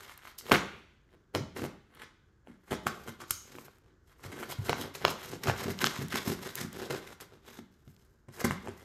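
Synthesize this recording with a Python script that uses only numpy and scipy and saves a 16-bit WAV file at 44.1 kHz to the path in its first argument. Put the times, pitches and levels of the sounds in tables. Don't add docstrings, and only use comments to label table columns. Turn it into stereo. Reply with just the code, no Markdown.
import sys
import numpy as np
from scipy import signal
from scipy.fft import rfft, irfft, next_fast_len
from scipy.io import wavfile
from scipy.ndimage import uniform_filter1d, map_coordinates

SR = 44100
rng = np.random.default_rng(int(sys.argv[2]) if len(sys.argv) > 2 else 0)


def to_wav(sig):
    pcm = np.clip(np.atleast_2d(sig), -1, 1) * 32767
    pcm = np.round(pcm).astype(np.int16)
    wavfile.write(sys.argv[1], SR, pcm.T)


def boost_factor(decibels):
    exponent = np.asarray(decibels, float) / 20
    return 10 ** exponent


N = 389841

# f/Hz, width/Hz, level/dB
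BOARD_MODES = [(608, 990, -13.5), (880, 87, -26), (1150, 590, 3), (1610, 820, 3.5), (2077, 150, 4.5),
               (3380, 510, 2), (3700, 390, -8.5), (5170, 770, -20)]
# f/Hz, width/Hz, level/dB
BOX_MODES = [(90.33, 23, 2.5), (150, 38, 3), (229.7, 21, 0.5), (301.4, 170, -3.5), (353, 50, -5),
             (387, 33, 8.5)]


def unit(x):
    return x / np.sqrt(np.mean(x ** 2))


def ring(x, hz, width_hz):
    return signal.lfilter(*signal.iirpeak(hz, hz / width_hz, SR), x)


def body(x, modes):
    return sum((-1) ** k * boost_factor(db) * ring(x, hz, width) for k, (hz, width, db) in enumerate(modes))


def cut(x, hz, kind, order=2):
    return signal.sosfilt(signal.butter(order, hz, kind, fs=SR, output="sos"), x)


def band_edge(x):
    return signal.sosfilt(signal.ellip(8, .3, 40, 14600, fs=SR, output="sos"), x)


def colour(x, points):
    hz, db = np.transpose(points)
    size = next_fast_len(N)
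    f = np.maximum(np.arange(size // 2 + 1) * SR / size, 1)
    gain = boost_factor(np.interp(np.log(f), np.log(hz), db))
    return irfft(rfft(x, size) * gain, size)[..., :N]


def walk(rate):
    hold = int(SR / rate)
    levels = rng.standard_normal(N)[:N // hold + 1]
    return uniform_filter1d(np.repeat(levels, hold), hold)[:N]


def grains(rate, spread_db, smooth):
    chance, size = rng.random(N), rng.exponential(size=N)
    sign = np.sign(rng.standard_normal(N))
    slips = (chance < rate / SR) * sign * boost_factor(spread_db * np.minimum(size, 3.5))
    return unit(slips) + smooth * rng.standard_normal(N)


def likeness(mid, side, hz, split_hz):
    share = min(hz / split_hz, 1) ** 2
    return mid * np.sqrt(1 - share / 2) + np.sqrt(share / 2) * side * np.array([[1], [-1]])


def house():
    # f/Hz, level/dB (per Hz)
    hum_spectrum = [(15, -29), (25, 2.5), (69, 7.5), (264, -8), (363, -5), (673, -23), (1090, -19),
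                    (1580, -14.5), (2370, -35.5), (6900, -32.5), (9770, -50), (12400, -48), (15000, -43)]
    mid, left, right = colour(rng.standard_normal((3, N)), hum_spectrum) * boost_factor(0.5 * walk(9))
    bass = cut(mid, 720, "lowpass")
    apart = np.array([left, right])
    return boost_factor(-63.5) * unit(bass + cut(apart, 600, "highpass") + .35 * apart)


def room(x):
    # f/Hz, t60/s, level/dB
    decay_bands = [(91.1, 0.45, -27), (180, .45, -24.5), (335, 0.2, -24), (780, 0.38, -21),
                   (1440, .5, -18.5), (2820, 0.74, -20.5), (5570, 0.3, -12.5), (11000, 0.36, -18.5)]
    t, tail = np.arange(SR) / SR, 0
    for hz, t60, db in decay_bands:
        octave = (hz / np.sqrt(2), hz * np.sqrt(2))
        mid, side = cut(rng.standard_normal((2, SR)), octave, "bandpass", order=1)
        fade = np.exp(-np.log(1000) * t / t60) * (1 - np.exp(-t / 0.0066))
        echoes = likeness(mid, side, hz, split_hz=900.) * fade
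        tail = tail + boost_factor(db) * echoes / np.sqrt(SR * t60 / 14) * np.sqrt(SR / hz)
    return signal.fftconvolve(x[None], tail, axes=1)[:, :N]


def thumps():
    # t/s, peak level/dB, wall note f/Hz
    blows = [(0.497, -27, 443), (0.518, -12.5, 415), (0.542, -26, 416), (1.347, -27.5, 338),
             (1.406, -27.5, 145), (1.588, -33, 288), (1.618, -27, 362), (2.48, -45.5, 208),
             (2.712, -34, 177), (2.858, -34, 336), (3.303, -39.5, 68), (4.252, -38, 93), (4.414, -39, 333),
             (4.585, -27, 107), (4.688, -30, 335), (4.802, -31.5, 350), (5.038, -41, 390),
             (5.481, -21, 125), (5.656, -26, 175), (5.833, -26, 265), (5.988, -27, 152),
             (6.139, -27.5, 252), (6.274, -21, 168), (6.612, -31.5, 162), (6.911, -33.5, 400),
             (7.588, -37, 229), (7.873, -43, 143), (8.442, -21.5, 175), (8.505, -28, 150),
             (8.663, -35.5, 356)]
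    # t/s, peak level/dB, wall note f/Hz
    further_blows = [(2.497, -41.5, 231), (3.062, -40, 402), (3.551, -41, 306), (4.33, -36.5, 310),
                     (4.361, -40.5, 330), (5.334, -34, 313.6), (5.698, -28, 156), (6.024, -27, 148),
                     (6.038, -35, 180), (6.292, -30, 141), (6.646, -29.5, 176), (6.817, -34.5, 383),
                     (6.939, -34, 390), (7.209, -49, 374), (8.281, -42.5, 127)]
    size = 8192
    out, t = np.zeros(N + size), np.arange(size) / SR
    for s, db, hz in blows + further_blows:
        push = np.sin(2 * np.pi * hz * t) * (t < .5 / hz)
        thump = ring(push, hz, .45 * hz) + .25 * body(push, BOX_MODES)
        i = int(s * SR)
        out[i:i + size] += boost_factor(db) * thump / np.abs(thump).max()
    return cut(out[:N], 55, "highpass")


def snaps():
    # t/s, body peak level/dB, body f/Hz, edge peak level/dB
    tape_snaps = [(.1771, -47, 1700, -43), (.3863, -49, 1640, -36), (.5491, -14, 1560, -39),
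                  (1.9501, -74, 600, -54), (7.7185, -71, 650, -72), (8.05, -70, 1500, -66),
                  (3.3083, -25, 1120, -16), (3.5535, -39, 1650, -52), (3.7848, -59, 1150, -64),
                  (4.6862, -30, 1610, -46), (6.0844, -45, 1610, -41), (6.5553, -47, 1180, -30),
                  (6.7297, -48, 1250, -43), (8.3977, -38, 600, -44)]
    seam_snaps = [(.2725, -38, 1440, -57), (.4658, -39, 1130, -35), (.488, -38, 600, -40),
                  (.5134, -19, 850, -46), (4.196, -50, 900, -58), (1.6207, -33, 1780, -43),
                  (2.7093, -34, 940, -34), (2.8689, -14, 1050, -20), (3.2047, -40, 940, -58),
                  (3.2394, -39, 900, -46), (3.5856, -33, 800, -50), (4.2414, -34, 1730, -46),
                  (4.4986, -40, 980, -40), (4.5252, -29, 830, -37), (4.9514, -35, 1220, -26),
                  (5.0943, -31, 640, -25), (5.2483, -36, 1660, -37), (5.4372, -31, 2130, -26),
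                  (5.4845, -21, 880, -38), (6.143, -26, 1750, -31), (6.1572, -20, 2010, -25),
                  (6.1706, -30, 2070, -26), (6.2746, -33, 600, -33), (6.9083, -32, 600, -37),
                  (7.2032, -40, 1280, -43), (7.9651, -60, 1700, -50), (8.4157, -28, 600, -35),
                  (8.4427, -27, 600, -32), (8.453, -29, 1100, -31), (8.5095, -17, 1550, -36)]
    fibre_snaps = [(.096, -40, 1320, -41), (.2529, -37, 1380, -43), (.4104, -43, 1710, -35),
                   (.4961, -34, 600, -29), (.5181, -5, 980, -10), (.5577, -11, 2130, -23),
                   (1.0915, -58, 1500, -66), (1.3501, -21, 800, -13), (1.5662, -31, 2130, -39),
                   (1.5957, -35, 1020, -38), (2.4728, -44, 720, -55), (3.0765, -35, 600, -36),
                   (3.6829, -42, 730, -56), (4.4293, -28, 790, -34), (4.4337, -28, 1290, -31),
                   (4.695, -16, 600, -13), (4.7303, -17, 950, -20), (5.051, -7, 780, -7),
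                   (5.081, -22, 820, -18), (5.3335, -35, 600, -40), (5.4727, -22, 740, -25),
                   (5.498, -16, 860, -24), (5.612, -33, 2120, -33), (5.6427, -30, 600, -30),
                   (5.7901, -40, 1640, -25), (5.8428, -14, 1170, -11), (5.8706, -18, 1800, -14),
                   (7.5903, -41, 800, -47), (7.8784, -53, 600, -54), (8.6742, -30, 800, -40)]
    # air over edge level/dB, rustle over edge level/dB, left minus right level/dB
    tape_kind = (11, -12.5, 1.7)
    seam_kind = (-3.4, -29, -.6)
    fibre_kind = (-12, -37.5, -.4)
    kinds = ((tape_snaps, tape_kind), (seam_snaps, seam_kind), (fibre_snaps, fibre_kind))
    rows = [(*row, *kind) for table, kind in kinds for row in table]

    size = 8192
    out, t = np.zeros((2, N + size)), np.arange(size) / SR
    for s, body_db, hz, edge_db, air_db, rustle_db, pan_db in rows:
        noise = rng.standard_normal(size)
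        burst = .15 * noise * np.exp(-t / .0016) * (1 - np.exp(-t / .001))
        burst[30] += 1
        burst[75 + int(12 * noise[0])] -= .3
        spot = cut(ring(burst, hz, .7 * hz) + .15 * body(burst, BOARD_MODES), 2800, "lowpass")
        edge = cut(burst, (2500, 6500), "bandpass", order=3)
        air = cut(burst, (6500, 15000), "bandpass", order=3)
        skin = ring(noise * np.exp(-t / 0.05) * (t > .001), 6500, 570)
        skin_db = edge_db + rustle_db + .7 * (edge_db + 16)
        parts = ((body_db, spot), (edge_db, edge), (edge_db + air_db, air), (skin_db, skin))
        snap = sum(boost_factor(db) * x / np.abs(x).max() for db, x in parts)
        i = int(s * SR) - 44
        out[:, i:i + size] += boost_factor(2.5 + np.array([[pan_db], [-pan_db]]) / 2) * snap
    return out[:, :N]


def pressure():
    # t/s, length/s, force level/dB, tape against board level/dB, weight on the box level/dB
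    bites = [(0, 0.51, -56, -6.5, -6.5), (.387, 0.061, -67.5, 19.5, -2), (.521, 0.073, -23, -10, 5),
             (.62, 0.45, -63.5, -28, 11.5), (1.354, 0.091, -45.5, -7, 12.5), (1.567, 0.11, -48, -6, 5),
             (2.48, 0.19, -65, -24, 6.5), (2.715, 0.077, -40.5, -8, 8.5), (2.868, 0.035, -34, -1.5, -0.5),
             (2.89, 0.44, -63.5, 4.5, 12.5), (3.308, 0.02, -47, 19, -1.5), (3.33, 0.16, -83, 14, 6),
             (4.24, 0.14, -54.5, -1, 7), (5.024, 0.17, -52, -4.5, 15.5), (4.695, 0.032, -33.5, -22, 8.5),
             (4.952, .09, -48.5, 3, -2), (5.048, 0.045, -40.5, -15.5, 16), (5.438, 0.048, -44.5, 0.5, -6),
             (6.912, 0.17, -47, -0.5, 8.5), (7.209, 0.069, -54.5, 1.5, 12), (8.287, 0.042, -62, -26.5, 17),
             (8.447, 0.047, -35, -4, 12), (8.511, 0.069, -45, -1.5, 9.5)]
    drags = [(.511, 0.14, -49.5, 1.5, 9), (1.15, 0.1, -72.5, -12, 11.5), (1.659, 0.11, -47.5, -2, 11),
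             (2.034, 0.21, -56, -22, 5), (2.7, 0.12, -61, -5, 1), (4.43, 0.34, -49.5, -6.5, 3.5),
             (4.68, 0.2, -50.5, -1, 4.5), (3.3, 0.049, -60, 8.5, -5.5), (5.357, 0.34, -57, 3.5, 13.5),
             (6.03, 0.24, -58.5, 6.5, 17), (7.125, 0.29, -58, -1.5, 7.5), (7.587, 0.22, -59.5, -1, 1.5),
             (8.416, .14, -46, -3.5, 5), (8.84, 0.57, -65.5, -2.5, 6)]
    strokes = [(.271, 0.17, -53, -4, -8.5), (3.087, 0.083, -48.5, -3, 4), (3.219, 0.089, -54, -4, 3.5),
               (3.56, 0.57, -67, 3.5, 9.5), (3.89, 0.29, -83, -12, 18), (4.1, .15, -71, -2.5, 1),
               (4.512, 0.14, -52.5, 2.5, 11.5), (4.805, 0.21, -47.5, -1.5, 11), (5.098, 0.17, -57, 8, 17),
               (5.238, 0.22, -54, -0.5, -13), (5.488, 0.15, -41.5, -2, 11.5), (5.626, 0.23, -46, -2, 4),
               (5.697, 0.12, -52, 2.5, 19), (5.85, 0.17, -41.5, -4.5, 5), (5.921, 0.52, -50, -2.5, -16),
               (6.16, .16, -39.5, -5, 2), (6.298, 0.26, -49, 3, 12), (6.461, 0.18, -48.5, -1.5, 6),
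               (6.607, 0.21, -48, 1, 5), (6.812, 0.31, -54.5, -1.5, 10.5), (7.337, 0.15, -74, -0.5, 19.5),
               (7.486, 0.14, -59, -3, 7), (7.95, 0.91, -82, 5, 10), (8.67, 0.14, -58, -8.5, 13.5)]
    rest_levels = [-91.5, -101, -80]
    swing_db = 30
    edge = 1.465
    t, power = np.arange(N) / SR, boost_factor(rest_levels)[:, None] ** 2
    for moves, rise, hold in ((bites, 0.19, 0), (drags, 0.85, 0), (strokes, 0.51, 0.091)):
        for s, length, db, tape_db, box_db in moves:
            away = np.maximum((s - t) / rise, (t - s) / (1 - rise)) / length
            away = np.maximum(away - hold, 0) / (1 - hold)
            peak = boost_factor([[db], [db + tape_db], [db + box_db]]) ** 2
            power = power + peak * np.exp(-np.log(10) / 10 * swing_db * away ** edge)
    return 10 * np.log10(power)


def saw():
    # f/Hz, level/dB (per Hz)
    tape_spectrum = [(1470, -16), (2500, -9), (3890, -4.5), (4550, -2), (7080, -3), (9960, -9), (13000, -1),
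                     (14700, -10.5), (16000, -39)]
    board_db, tape_db, box_db = pressure()
    catch = boost_factor(3.0 * walk(60) + 3.0 * walk(180))
    slips = grains(1000., spread_db=4.0, smooth=.5) * catch

    flute_db = 4.2
    board = 0.05 * cut(slips, (500, 3000), "bandpass", order=1)
    for hz, width, db in BOARD_MODES:
        drive = .5 * slips + catch * grains(350., spread_db=4.5, smooth=0.19)
        board = board + boost_factor(db + flute_db * walk(50)) * ring(drive, hz, width)

    sizzle = np.array([grains(4000., spread_db=9.0, smooth=0.93) for _ in range(2)])
    strip = colour(slips + 6.9 * catch * sizzle, tape_spectrum)
    tape = .35 * strip
    for hz in (2600, 3900, 5900, 8800, 12500):
        tape = tape + boost_factor(4.0 * walk(25)) * ring(strip, hz, hz / 2)
    tape = tape / np.std(cut(tape, 4500, "highpass", order=4))

    shoves = grains(150., spread_db=2.5, smooth=.4) * boost_factor(2.5 * walk(30))
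    box = 0.31 * cut(shoves, (100, 900), "bandpass", order=1)
    for hz, width, db in BOX_MODES:
        box = box + boost_factor(db + flute_db * walk(7.5)) * ring(shoves, hz, width)

    return boost_factor(board_db + 4.5) * unit(board) + boost_factor(tape_db + 3.5) * tape + boost_factor(box_db - 1.5) * unit(box)


def scene():
    # t/s, lag/samples
    left_lag = [(0, 3.5), (.45, 3), (3.299, 4.5), (3.602, -3.5), (4.098, 5), (5.398, 2), (5.801, 1.5),
                (6.298, 0.5), (7.803, -3), (8.1, 5.5), (8.84, 5)]
    # t/ms, level/dB
    table_echo = [
        (.45, -18.5),
        (.8, -8),
    ]
    blows = thumps()
    rasp, breaks = saw() + blows, snaps()
    knife = band_edge(rasp) + breaks

    n = np.arange(N)
    half_lag = np.interp(n / SR, *np.transpose(left_lag)) / 2
    near = np.array([map_coordinates(knife[0], [n - half_lag], order=3),
                     map_coordinates(knife[1], [n + half_lag], order=3)])
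    table = np.array([boost_factor(db) * np.roll(cut(x, 2800, "highpass"), int(ms * SR / 1000))
                      for x, (ms, db) in zip(near, table_echo)])
    shake = cut(blows, (35, 90), "bandpass") * np.array([[-.3], [.6]])
    far = room((rasp + boost_factor(-3.5) * breaks).mean(axis=0)) + house()
    return near + table + shake + band_edge(far)


def low_pass(x):
    return signal.sosfilt(signal.butter(12, 16510, fs=SR, output="sos"), x)


def record(dry):
    left = cut(dry[0], 54, "highpass", order=1)
    right = cut(dry[1], 12, "highpass", order=1)
    rounded = np.tanh(.8 * np.array([left, right])) / .8
    return low_pass(cut(rounded, 16000, "lowpass", order=16))


dry = scene()
out = record(dry)
to_wav(out)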